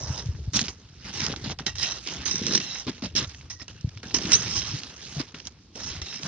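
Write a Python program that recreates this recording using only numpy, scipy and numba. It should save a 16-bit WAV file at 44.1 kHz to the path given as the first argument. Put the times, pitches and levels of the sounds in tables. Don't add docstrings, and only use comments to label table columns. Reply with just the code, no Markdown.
import sys
import numpy as np
from scipy import signal
from scipy.fft import rfft, irfft, next_fast_len
from scipy.io import wavfile
from scipy.ndimage import uniform_filter1d, map_coordinates
from numba import njit

SR = 44100
rng = np.random.default_rng(int(sys.argv[2]) if len(sys.argv) > 2 else 0)


def linear_from_db(decibels):
    return 10 ** (np.asarray(decibels, float) / 20)


def store_wav(level_fs):
    pcm = np.round(np.clip(np.atleast_2d(level_fs), -1, 1) * 32767)
    wavfile.write(sys.argv[1], SR, pcm.T.astype(np.int16))


N = 276815

# (frequency [Hz], density [dB per Hz])
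AIR_SPECTRUM = [(24, -28.5), (40, -1.5), (299, -7.5), (385, -13.5), (496, -30.5), (1340, -22),
                (1540, -27.5), (4670, -18), (10000, -53.5), (13000, -93.5), (22000, -120)]
# (frequency [Hz], density [dB per Hz])
CRUST_SPECTRUM = [(240, -17), (400, -11), (1610, -7), (2430, -7.5), (2750, -5), (3470, -5.5), (3870, -5),
                  (4690, -6), (5090, -3), (6080, -5), (6510, -8.5), (7880, -29.5), (9540, -28),
                  (10500, -55), (13600, -77.5), (22000, -120)]
# (frequency [Hz], side over mid [dB])
SIDE_OVER_MID = [(60, -14.5), (110, -10), (190, -19), (330, -4.5), (580, -11.5), (1030, -8), (1820, -5.5),
                 (3220, -5), (5690, 4), (10000, 5)]
# (frequency [Hz], share of the side that opposes the left port [0-1])
RIGHTWARD_SHARE = [(600, -.1), (1800, -.1), (3200, 0.26), (5500, 0.95), (9000, 0.3)]
# (start [s], end [s], fine crust [dB], sag to the end [dB], coarse lumps over fines [dB])
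SCRAPES = [(0.0, 0.202, -46, 1.5, 4), (0.535, 0.566, -31, 4, -13), (0.57, 0.668, -33, -10, -7),
           (1.045, 1.108, -48, 2, -4.5), (1.131, 1.214, -43, 3.5, -9), (1.268, 1.337, -43.5, -3, 2.5),
           (1.362, 1.436, -51.5, 0, -3), (1.441, 1.524, -47, 2, 4), (1.754, 1.988, -50, 5, -5),
           (1.783, 1.82, -40, 0, -8), (1.84, 1.921, -38, 0, -9.5), (2.062, 2.237, -44, -3.5, -1),
           (2.598, 2.82, -43, -4, -6), (2.868, 2.9, -45.5, -1.5, 8), (3.022, 3.06, -48.5, -0.5, 7.5),
           (3.153, 3.189, -26, -1, -16), (3.188, 3.249, -41.5, -4.5, -0.5), (3.68, 3.712, -54, -0.5, -1),
           (4.318, 4.362, -26, 3, -17), (4.368, 4.948, -38, -13.5, -7), (4.62, 4.8, -44, -2.5, -11.5),
           (4.962, 5.172, -51, 4, -7), (5.753, 5.999, -48, -4, 0), (6.041, 6.255, -49, 3, -6)]
# (time [s], fine crust [dB], time to fade 20 dB [s], coarse lumps over fines [dB])
STABS = [(0.19, -44, .09, 0), (0.258, -47, .035, -14), (0.683, -37.5, .055, -11), (1.588, -41, 0.05, 2),
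         (1.664, -30, 0.0448, -7.5), (2.256, -32.5, 0.2247, -14), (3.5, -39, 0.06, -14.5),
         (4.03, -52, 0.2, 2.5), (4.143, -25.5, .065, -10), (5.343, -49, 0.11, -1.5), (6.016, -36, 0.03, -7)]
# (peak [s], fine crust [dB], time to build 20 dB [s], time to fade 20 dB [s], coarse lumps over fines [dB])
SHOVES = [(0.568, -23, .025, .022, -18), (1.245, -35, .14, 0.1, -8), (1.831, -30, 0.03, 0.05, -10),
          (2.555, -33.5, 0.36, .07, -11), (3.3, -51, .1, .12, -5.5), (3.62, -48.5, 0.03, 0.03, 0.5),
          (4.32, -32, 0.1747, 0.03, -4), (4.575, -33, 0.1255, .05, -14), (5.21, -39, 0.06, 0.0244, -1),
          (5.475, -44, 0.04, 0.02, -7.5), (5.885, -43, 0.13, .12, -10), (6.277, -38, 0.0669, .05, 1)]
# (start [s], end [s], fine crust [dB], sag to the end [dB], coarse lumps over fines [dB])
TRICKLES = [
    (0.25, 0.505, -61, -1, -1),
    (0.745, 1.05, -66, 3.5, -2),
    (1.99, 2.06, -50, 0.5, -12.5),
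    (2.82, 2.866, -54, 0, -3),
    (2.9, 3.01, -54.5, -6, -0.5),
    (3.07, 3.143, -58, -8, 0),
    (3.383, 3.49, -64, -2, 3),
    (3.723, 4.004, -64, 1.5, 0.5),
    (5.231, 5.327, -53.5, -7, -5),
    (5.5, 5.67, -68, -5, 0),
]
# (time [s], grittiness [dB])
GROUND_GRIT = [(0.17, -8.5), (0.3, 0), (0.9, 0.5), (1.09, 6.5), (1.15, 2.5), (1.45, 0), (1.9, 0), (2.2, 3),
               (2.9, 1), (3.3, 2.5), (3.58, -4), (3.7, 2), (4.13, -1.5), (4.4, 2), (5.16, 2.5), (5.4, -1.5),
               (6.28, 1)]
# (start [s], end [s], ring over crunch [dB], modes left free by the grip [Hz])
DRAGS = [
    (0, 0.256, 2, 5200),
    (1.142, 1.35, -4, 5050),
    (1.666, 1.993, 6, 3300),
    (2.267, 2.595, 4, 5000),
    (2.588, 2.837, 6.5, 3700),
    (3.028, 3.272, -3, 4530),
    (3.472, 3.647, -4, 5300),
    (4.385, 4.797, 0, 5500),
    (5.76, 5.99, -7, 5800),
    (6.019, 6.22, 2, 4050),
]
# (frequency [Hz], width [Hz], level [dB])
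STEEL_MODES = [(1880, 40, 0), (2745, 62, -5), (3120, 37, -9.5), (3880, 150, -7), (5120, 72, -4.5),
               (5460, 43, -4), (5800, 70, -1)]
# (time [s], rumble [dB], knocking over that of the breaking lumps [dB])
CASE_CONTACT = [(0.15, -40, -7), (.35, -40, 6), (.5, -42, 2), (.66, -49.5, 4.5), (.85, -50.5, 1.5),
                (1.45, -45, 4), (1.8, -47, -6.5), (2.05, -52, -1.5), (2.2, -49, 0), (2.4, -49, 10),
                (2.58, -57, 13), (2.66, -60, -2.5), (2.84, -59, -2), (3.2, -47.5, 6), (3.32, -47, -3),
                (3.65, -50.5, -1), (4.15, -50, 3), (4.45, -47, 3), (4.74, -42, 1.5), (4.86, -57, -1.5),
                (5.4, -55.5, 2), (5.95, -50.5, -1), (6.12, -59, -1)]
# (time [s], peak [dB], pitch [Hz], length [cycles])
THUMPS = [(0.101, -18.5, 125, 1.7), (0.286, -15, 89.7, 1.6), (0.476, -16.5, 99, 1.4),
          (0.557, -19.5, 218, 2.3), (0.612, -25, 229, 2.9), (1.22, -26, 214, 3.1), (1.3, -27.5, 240, 2.5),
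          (1.47, -27, 120, 1.7), (2.416, -19.5, 201, 1.3), (2.49, -25, 253, 2.2), (2.865, -33, 95, 1.8),
          (2.867, -24.5, 265, 2.9), (2.879, -18, 251, 2.6), (3.024, -22, 243, 2.4), (3.046, -26.5, 160, 2),
          (3.128, -32.5, 75.4, 2.4), (3.221, -26.5, 116, 2), (3.844, -11, 112, 0.98),
          (3.873, -21.5, 121, 1.2), (3.958, -31.5, 107, 3), (4.25, -17.5, 200, 1.3), (4.335, -26, 100, 2.3),
          (4.739, -21.5, 128, 2.05), (5.165, -22, 165, 2.1), (5.178, -21, 142, 1.8), (5.2, -19, 284, 2.6),
          (5.34, -34, 201, 1.8), (5.968, -29, 85, 1.5), (6.013, -28, 77, 1.7), (6.236, -28.5, 143, 1.7),
          (6.251, -26, 172, 2.2)]
# (time [s], peak [dB], centre [Hz], ring [s])
AXE_CRACKS = [(0.178, -24, 5440, 0.018), (0.564, -20, 6100, 0.014), (0.592, -9, 3400, 0.0083),
              (0.6146, -14, 5640, 0.015), (0.6826, -19, 3030, 0.022), (1.204, -16, 3200, 0.02),
              (1.265, -14, 4570, 0.015), (1.3256, -24, 4230, 0.02), (1.362, -22.5, 3700, 0.02),
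              (1.59, -29, 2930, 0.017), (1.596, -31, 1000, 0.02), (1.6656, -12, 4180, 0.017),
              (1.732, -40, 5830, 0.018), (1.755, -33, 2620, 0.014), (1.831, -19, 4800, 0.025),
              (2.0735, -16, 4400, 0.024), (2.2177, -28, 3330, 0.02), (2.258, -15, 6110, 0.034),
              (2.3126, -13, 5170, 0.013), (2.467, -13, 4770, 0.02), (2.5364, -16.5, 4020, 0.02),
              (2.5505, -7, 4260, 0.029), (2.5764, -11.5, 3940, 0.026), ]
# (time [s], peak [dB], centre [Hz], ring [s])
STEP_CRACKS = [(2.8955, -24.5, 4550, 0.02), (3.0235, -32, 2870, 0.028), (3.3467, -31.5, 3150, 0.014),
               (3.4105, -36, 2240, 0.022), (3.503, -32, 5300, 0.02), (3.681, -30.5, 3570, 0.02),
               (3.811, -35, 5120, 0.024), (3.8915, -33.5, 3330, 0.014), (3.974, -29, 2880, 0.026),
               (4.0317, -27, 3330, 0.012), (4.109, -30, 2200, 0.02), (4.1452, -10.5, 5960, 0.028),
               (4.186, -19.5, 5940, 0.012), (4.2547, -21.5, 3530, 0.026), (4.3328, -3, 5120, 0.014),
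               (4.563, -16, 6100, 0.011), (4.596, -29, 5030, 0.017), (4.6186, -22, 3240, 0.028),
               (4.834, -25, 3000, 0.025), (5.345, -29, 1880, 0.023), (5.4006, -29, 3170, 0.018),
               (5.4713, -19, 5770, 0.015), (6.0186, -33, 5300, 0.026), (6.1277, -31, 1700, 0.018),
               (6.2322, -21, 4170, 0.02)]
# (time [s], peak [dB], centre [Hz], ring [s])
CRACKLES = [(0.259, -33, 4970, 0.015), (0.318, -42, 4080, 0.015), (0.349, -38, 1260, 0.015),
            (0.449, -39, 4110, 0.015), (0.543, -13, 5730, 0.015), (0.657, -25, 5270, 0.015),
            (0.697, -27, 5660, 0.015), (0.781, -43, 5840, 0.015), (1.025, -36, 3140, 0.015),
            (1.066, -29, 2870, 0.015), (1.174, -25, 5560, 0.015), (1.217, -16, 3310, 0.015),
            (1.234, -19, 4910, 0.015), (1.281, -22, 1120, 0.015), (1.339, -24, 1090, 0.015),
            (1.446, -30, 3450, 0.015), (1.499, -25, 1070, 0.015), (1.519, -23, 3450, 0.015),
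            (1.614, -39, 1560, 0.015), (1.785, -19, 5100, 0.015), (2.279, -16, 6140, 0.015),
            (2.355, -22, 3900, 0.015), (2.483, -20, 2880, 0.015), (2.524, -15, 3900, 0.015),
            (2.561, -15, 3910, 0.015), (2.602, -22, 3980, 0.015), (2.98, -35, 2430, 0.015),
            (3.295, -29, 5740, 0.015), (3.598, -32, 1900, 0.015), (3.616, -29, 1890, 0.015),
            (4.055, -31, 2870, 0.015), (4.218, -28, 3210, 0.015), (4.337, -8, 3950, 0.015),
            (4.344, -8, 6160, 0.015), (4.647, -22, 3190, 0.015), (4.699, -28, 3930, 0.015),
            (5.017, -32, 3850, 0.015), (5.074, -30, 5370, 0.015), (5.125, -28, 2690, 0.015),
            (5.15, -28, 3900, 0.015), (5.195, -24, 3450, 0.015), (5.386, -30, 3260, 0.015),
            (5.453, -27, 5440, 0.015), (5.522, -43, 4610, 0.015), (5.865, -26, 6210, 0.015),
            (5.95, -31, 1080, 0.015), (5.965, -30, 2240, 0.015), (5.979, -34, 2720, 0.015),
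            (6.06, -30, 5460, 0.015), (6.157, -31, 5170, 0.015)]
# (start [s], end [s], level over crunch [dB], first pitch [Hz], last pitch [Hz])
CHATTER = [(0.535, 0.58, 0, 5900, 5500), (1.05, 1.105, 0, 2900, 2900), (1.08, 1.115, 0, 2150, 2100),
           (1.13, 1.2, -2, 5700, 5300), (1.14, 1.22, 0, 4900, 3500), (1.135, 1.17, -2, 2700, 3100),
           (1.22, 1.27, 0, 4700, 5300), (1.78, 1.93, 0, 1870, 1950), (1.78, 1.86, 0, 5050, 5150),
           (1.78, 1.96, 0, 4000, 3950), (1.79, 1.85, -2, 3150, 3100), (2.255, 2.3, 0, 6150, 6100),
           (2.3, 2.4, 0, 3900, 3700), (2.45, 2.6, 1, 4000, 4200), (2.62, 2.82, -2, 2000, 2100),
           (2.62, 2.82, 0, 4200, 3900), (2.65, 2.82, -3, 5400, 5400), (3.155, 3.195, 0, 5600, 5300),
           (3.2, 3.25, 0, 3400, 3700), (3.505, 3.575, 0, 6200, 5900), (4.315, 4.37, 3.5, 5000, 6400),
           (4.325, 4.35, 5, 3900, 3900), (4.5, 4.75, 0, 3200, 3200), (4.48, 4.62, 0, 5300, 5500),
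           (4.55, 4.6, 0, 6000, 6300), (4.64, 4.74, -2, 4300, 4300), (5.755, 5.94, 0, 5400, 5450),
           (5.82, 5.92, 0, 5900, 6300), (5.86, 5.95, -2, 4200, 4200), (5.86, 5.93, -2, 2100, 1900),
           (6.018, 6.045, 2, 5500, 5300), (6.06, 6.2, 2, 3850, 3900), (6.08, 6.2, 0, 5500, 5100),
           (6.08, 6.2, -3, 2770, 2750)]
# (time [s], peak [dB], pitch [Hz], ring to -60 dB [s])
PINGS = [(1.663, -37, 2720, 0.1), (1.662, -24.5, 3150, 0.1), (1.666, -19, 3940, 0.058),
         (1.664, -20, 5150, 0.053), (1.671, -27.5, 1917, 0.14), (3.502, -39, 1935, 0.13),
         (3.56, -44, 1910, .1), (3.604, -34, 1890, .1), (3.502, -29, 5430, 0.09), (2.252, -23, 6180, 0.21),
         (4.146, -18, 6040, 0.13), (4.144, -9.5, 5400, 0.035), (4.35, -15, 6200, 0.14),
         (4.147, -30, 1000, .12), (4.147, -34, 1950, .12), (3.6, -38, 5430, .1), (4.146, -18, 5680, .07)]


def curve(rows, t):
    s, *columns = np.transpose(rows)
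    return [np.interp(t, s, c) for c in columns]


def by_pitch(rows, hz):
    f, value = np.transpose(rows)
    return np.interp(np.log(np.maximum(hz, 1)), np.log(f), value)


def colour(x, rows):
    size = next_fast_len(N + 8192, real=True)
    hz = np.arange(size // 2 + 1) * SR / size
    return irfft(rfft(x, size) * linear_from_db(by_pitch(rows, hz)), size)[..., :N]


def unit(x):
    return x / np.sqrt(np.mean(x[0] ** 2))


@njit
def grains(start, hz, cycles, size, side):
    out = np.zeros((2, N))
    for g in range(len(start)):
        span = cycles[g] * SR / hz[g] / 3
        p = np.exp(2j * np.pi * hz[g] / SR - 1 / span)
        z = size[g] * np.e / span + 0j
        for k in range(min(int(7 * span), N - int(start[g]))):
            out[0, int(start[g]) + k] += k * z.imag
            out[1, int(start[g]) + k] += k * (z * side[g]).imag
            z *= p
    return out


def direction(hz, chance, skew=.45):
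    lean = np.clip(by_pitch(RIGHTWARD_SHARE, hz) * .9, -.97, .97)
    return np.sqrt(1 - lean ** 2) * (np.sqrt(1 - skew ** 2) * chance - 1j * skew) - lean


def shards(t, size, centre_hz, spread_oct, scatter_s, cycles, count):
    u = rng.random((len(t), count, 3))
    n = rng.standard_normal((len(t), count, 2))
    order = rng.permuted(np.tile(np.arange(count), (len(t), 1)), axis=1)
    place = (order + u[..., 0]) / count
    hz = np.clip(np.reshape(centre_hz, (-1, 1)) * 2 ** (spread_oct * (2 * place - 1)), 300, 10500)
    late = -np.log(1 - (np.arange(count) + u[..., 1]) / count) * np.reshape(scatter_s, (-1, 1))
    when = t[:, None] + late
    turns = cycles * 2 ** (1.68 * u[..., 2])
    uneven = np.sign(n[..., 0]) * (0.77 + 0.38 * abs(n[..., 0]))
    weight = size[:, None] * uneven * hz / 4000 / np.sqrt(turns / 3)
    side = direction(hz, n[..., 1])
    return when.ravel(), hz.ravel(), weight.ravel(), side.ravel(), turns.ravel()


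def air():
    return linear_from_db(-52.5 - 10) * unit(colour(rng.standard_normal((2, N)), AIR_SPECTRUM))


def load(t):
    onset_s, release_s = .002, 0.019
    lumps_linger = 1.27
    now = np.arange(0, N / SR, .001)
    s, db, fade_s, coarse_db = np.array(STABS).T[..., None]
    shapes = [(db, 0, s, s, onset_s, fade_s, coarse_db)]
    s, db, build_s, fade_s, coarse_db = np.array(SHOVES).T[..., None]
    shapes += [(db, 0, s, s, build_s, fade_s, coarse_db)]
    s, end, db, sag_db, coarse_db = np.array(SCRAPES + TRICKLES).T[..., None]
    sag_now_db = sag_db * np.clip((now - s) / (end - s), 0, 1)
    shapes += [(db, sag_now_db, s, end, onset_s, release_s, coarse_db)]
    fines = lumps = linear_from_db(2 * -77)
    for db, sag_db, s, end, rise_s, fall_s, coarse_db in shapes:
        before = -20 * np.maximum(s - now, 0) / rise_s
        after = sag_db - 20 * np.maximum(now - end, 0) / fall_s
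        fines = fines + np.sum(linear_from_db(2 * (db + before + after)), axis=0)
        lumps = lumps + np.sum(linear_from_db(2 * (db + coarse_db + before + after / lumps_linger)), axis=0)
    load_db = np.interp(t, now, 10 * np.log10(fines))
    lumps_db = np.interp(t, now, 10 * np.log10(lumps / fines))
    grit_db = 4 + .55 * lumps_db + curve(GROUND_GRIT, t)[0]
    return load_db, lumps_db, grit_db


def crust(rate=1500, spread_db=2.0, cycles=1.92, scatter_s=.0018, patchy_db=4.2):
    t = np.sort(rng.random(int(rate * N / SR))) * N / SR
    size = linear_from_db(spread_db * np.minimum(rng.exponential(size=len(t)), 5))
    when, hz, weight, side, turns = shards(t, size, 2180.0, 2.254, scatter_s, cycles, count=8)
    weight /= np.sqrt(np.mean(size ** 2))
    load_db, lumps_db, grit_db = load(when)
    coarse = np.clip(np.log2(2300 / hz) / 1.6, 0, 1)
    middle = np.clip(np.log2(5200 / hz) / 0.21, 0, 1) * (1 - coarse)
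    patches = map_coordinates(rng.standard_normal((160, 24)), [when / .04, 4 * np.log2(hz / 290)], order=1)
    weight *= linear_from_db(patchy_db * patches)
    level_db = load_db + coarse * (lumps_db + 7) + middle * (grit_db - 0.5) + 4.0
    return grains(when * SR, hz, turns, weight * linear_from_db(level_db), side)


def ring(x, hz, width):
    r = np.exp(-np.pi * width / SR)
    gain = (1 - r * r) / 2
    return signal.lfilter([gain, 0, -gain], [1, -2 * r * np.cos(2 * np.pi * hz / SR), r * r], x)


def dragged_steel(drive, reach_oct=0.77):
    t, slow = np.arange(N) / SR, np.arange(0, N / SR, .005)
    start, end, ring_db, free_hz = np.array(DRAGS).T[..., None]
    contact = np.clip(np.minimum(slow - start + 0.0065, end - slow) / 0.032, 0, 1)
    out = np.zeros((2, N))
    for hz, width, db in STEEL_MODES:
        damping_db = 7.2 * (np.log2(hz / free_hz) / reach_oct) ** 2
        free = np.sum(contact * linear_from_db(ring_db + 5.5 - damping_db), axis=0)
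        shift_db = 2.5 * np.interp(slow, np.arange(80) * .09, rng.standard_normal(80))
        out += ring(drive * np.interp(t, slow, free * linear_from_db(db + shift_db)), hz, width)
    return out


def rubbing(most_db=-38):
    t = np.arange(N) / SR
    rumble_db, knock_db = curve(CASE_CONTACT, t)
    load_db, lumps_db, _ = load(t)
    lumps_db = np.maximum(load_db + lumps_db, -66)
    knock_db = knock_db - 43.5 + 0.87 * (lumps_db + 45)
    rumble_db = rumble_db + 0.29 * (uniform_filter1d(lumps_db, SR // 20) + 50.5)
    rumble_db = np.minimum(rumble_db + 3, most_db)
    out = np.zeros((2, N))
    for db, hz, octaves, rate, cycles in [(rumble_db, 90, .6, 200, 2.4), (knock_db, 250, .9, 650, 2.1)]:
        count = int(rate * N / SR)
        u, n = rng.random((2, count)), rng.standard_normal((2, count))
        pitch = hz * 2 ** (octaves * (2 * u[1] - 1))
        wavelets = grains(u[0] * N, pitch, np.full(count, cycles), n[0] * linear_from_db(1.2 * n[1]), n[1] + 0j)
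        out += linear_from_db(db) * unit(wavelets)
    return out


def blows():
    t, db, hz, cycles = np.transpose(THUMPS)
    return grains(t * SR, hz, cycles, linear_from_db(db - 3.5), np.full(len(t), .7 + 0j))


def housing(side_db=-20):
    return (rubbing() + blows()) * linear_from_db([[0], [side_db]])


def cracks():
    t, db, centre_hz, ring_s = np.transpose(AXE_CRACKS + STEP_CRACKS + CRACKLES)
    db[-len(CRACKLES):] -= 4
    when, hz, weight, side, turns = shards(t, linear_from_db(db), centre_hz, 0.92, ring_s / 5, 0.69, count=16)
    fade = linear_from_db(-5.5 - 30 * (when - np.repeat(t, 16)) / np.repeat(ring_s, 16))
    weight *= fade * np.repeat(4000 / centre_hz, 16)
    tick = grains(t * SR, centre_hz, np.full(len(t), 1.1), linear_from_db(db + 4.5), direction(centre_hz, 0) / 0.6)
    return tick + grains(when * SR, hz, turns, weight, side)


def chatter(cycles=28.0, stray=.018, spread_db=3.0, count=32):
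    start, end, db, from_hz, to_hz = np.array(CHATTER).T[..., None]
    u = rng.random((len(start), count))
    n = rng.standard_normal((len(start), count, 3))
    along = (np.arange(count) + u) / count
    when = start + along * (end - start)
    hz = (from_hz + along * (to_hz - from_hz)) * (1 + stray * n[..., 0])
    size = linear_from_db(db + 2.5 + load(when)[0] + spread_db * n[..., 1])
    size *= np.sin(np.pi * along) ** .3 * hz / 4000 * np.sqrt(200 * (end - start) / count)
    side = direction(hz, n[..., 2])
    return grains(when.ravel() * SR, hz.ravel(), np.full(hz.size, cycles), size.ravel(), side.ravel())


def struck_steel():
    out = np.zeros((2, N))
    age = np.arange(int(.3 * SR)) / SR
    for s, db, hz, ring_s in PINGS:
        wobble = uniform_filter1d(rng.standard_normal(len(age)), 200) * hz / 60000
        tone = np.sin(2 * np.pi * hz * age + np.cumsum(wobble))
        ping = linear_from_db(db - 60 * age / ring_s) * tone * np.minimum(age / 0.0021, 1)
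        out[:, int(s * SR):int(s * SR) + len(age)] += ping * np.array([[1], [-.6]])
    return out


def scene():
    breaking = crust() + cracks()
    steel = dragged_steel(breaking) + struck_steel()
    snow = colour(breaking + steel + chatter(), CRUST_SPECTRUM) + air()
    mid, side = np.array([snow[0], colour(snow[1], SIDE_OVER_MID)]) + housing()
    return np.array([mid + side, mid - side])


def starve(x, edges_hz=(7700, 8300, 8900, 9600, 10800), keep=.42, busy_db=-47, hit_db=-32):
    block = 1536
    size = next_fast_len(N, real=True)
    mid, hz = x.mean(axis=0), np.arange(size // 2 + 1) * SR / size
    treble = np.sqrt(uniform_filter1d(np.diff(mid, prepend=0) ** 2, block))[block // 2::block]
    busy = (treble > linear_from_db(busy_db)) & (treble < linear_from_db(hit_db))
    lines = rfft(mid, size)
    for lo, hi in zip(edges_hz, edges_hz[1:]):
        lost = np.resize(np.repeat(busy & (rng.random(len(busy)) > keep), block), N)
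        band = irfft(lines * (hz >= lo) * (hz < hi), size)[:N]
        x = x - uniform_filter1d(1. * lost, 256) * band
    return x


def low_pass(x):
    return signal.sosfilt(signal.butter(12, 10650, fs=SR, output="sos"), x)


def record(dry):
    rounded = np.tanh(1.379 * dry) / 1.208
    bass_cut = signal.butter(3, 48, "high", fs=SR, output="sos")
    mix = starve(signal.sosfilt(bass_cut, rounded))
    return low_pass(mix)


dry = scene()
out = record(dry)
store_wav(out)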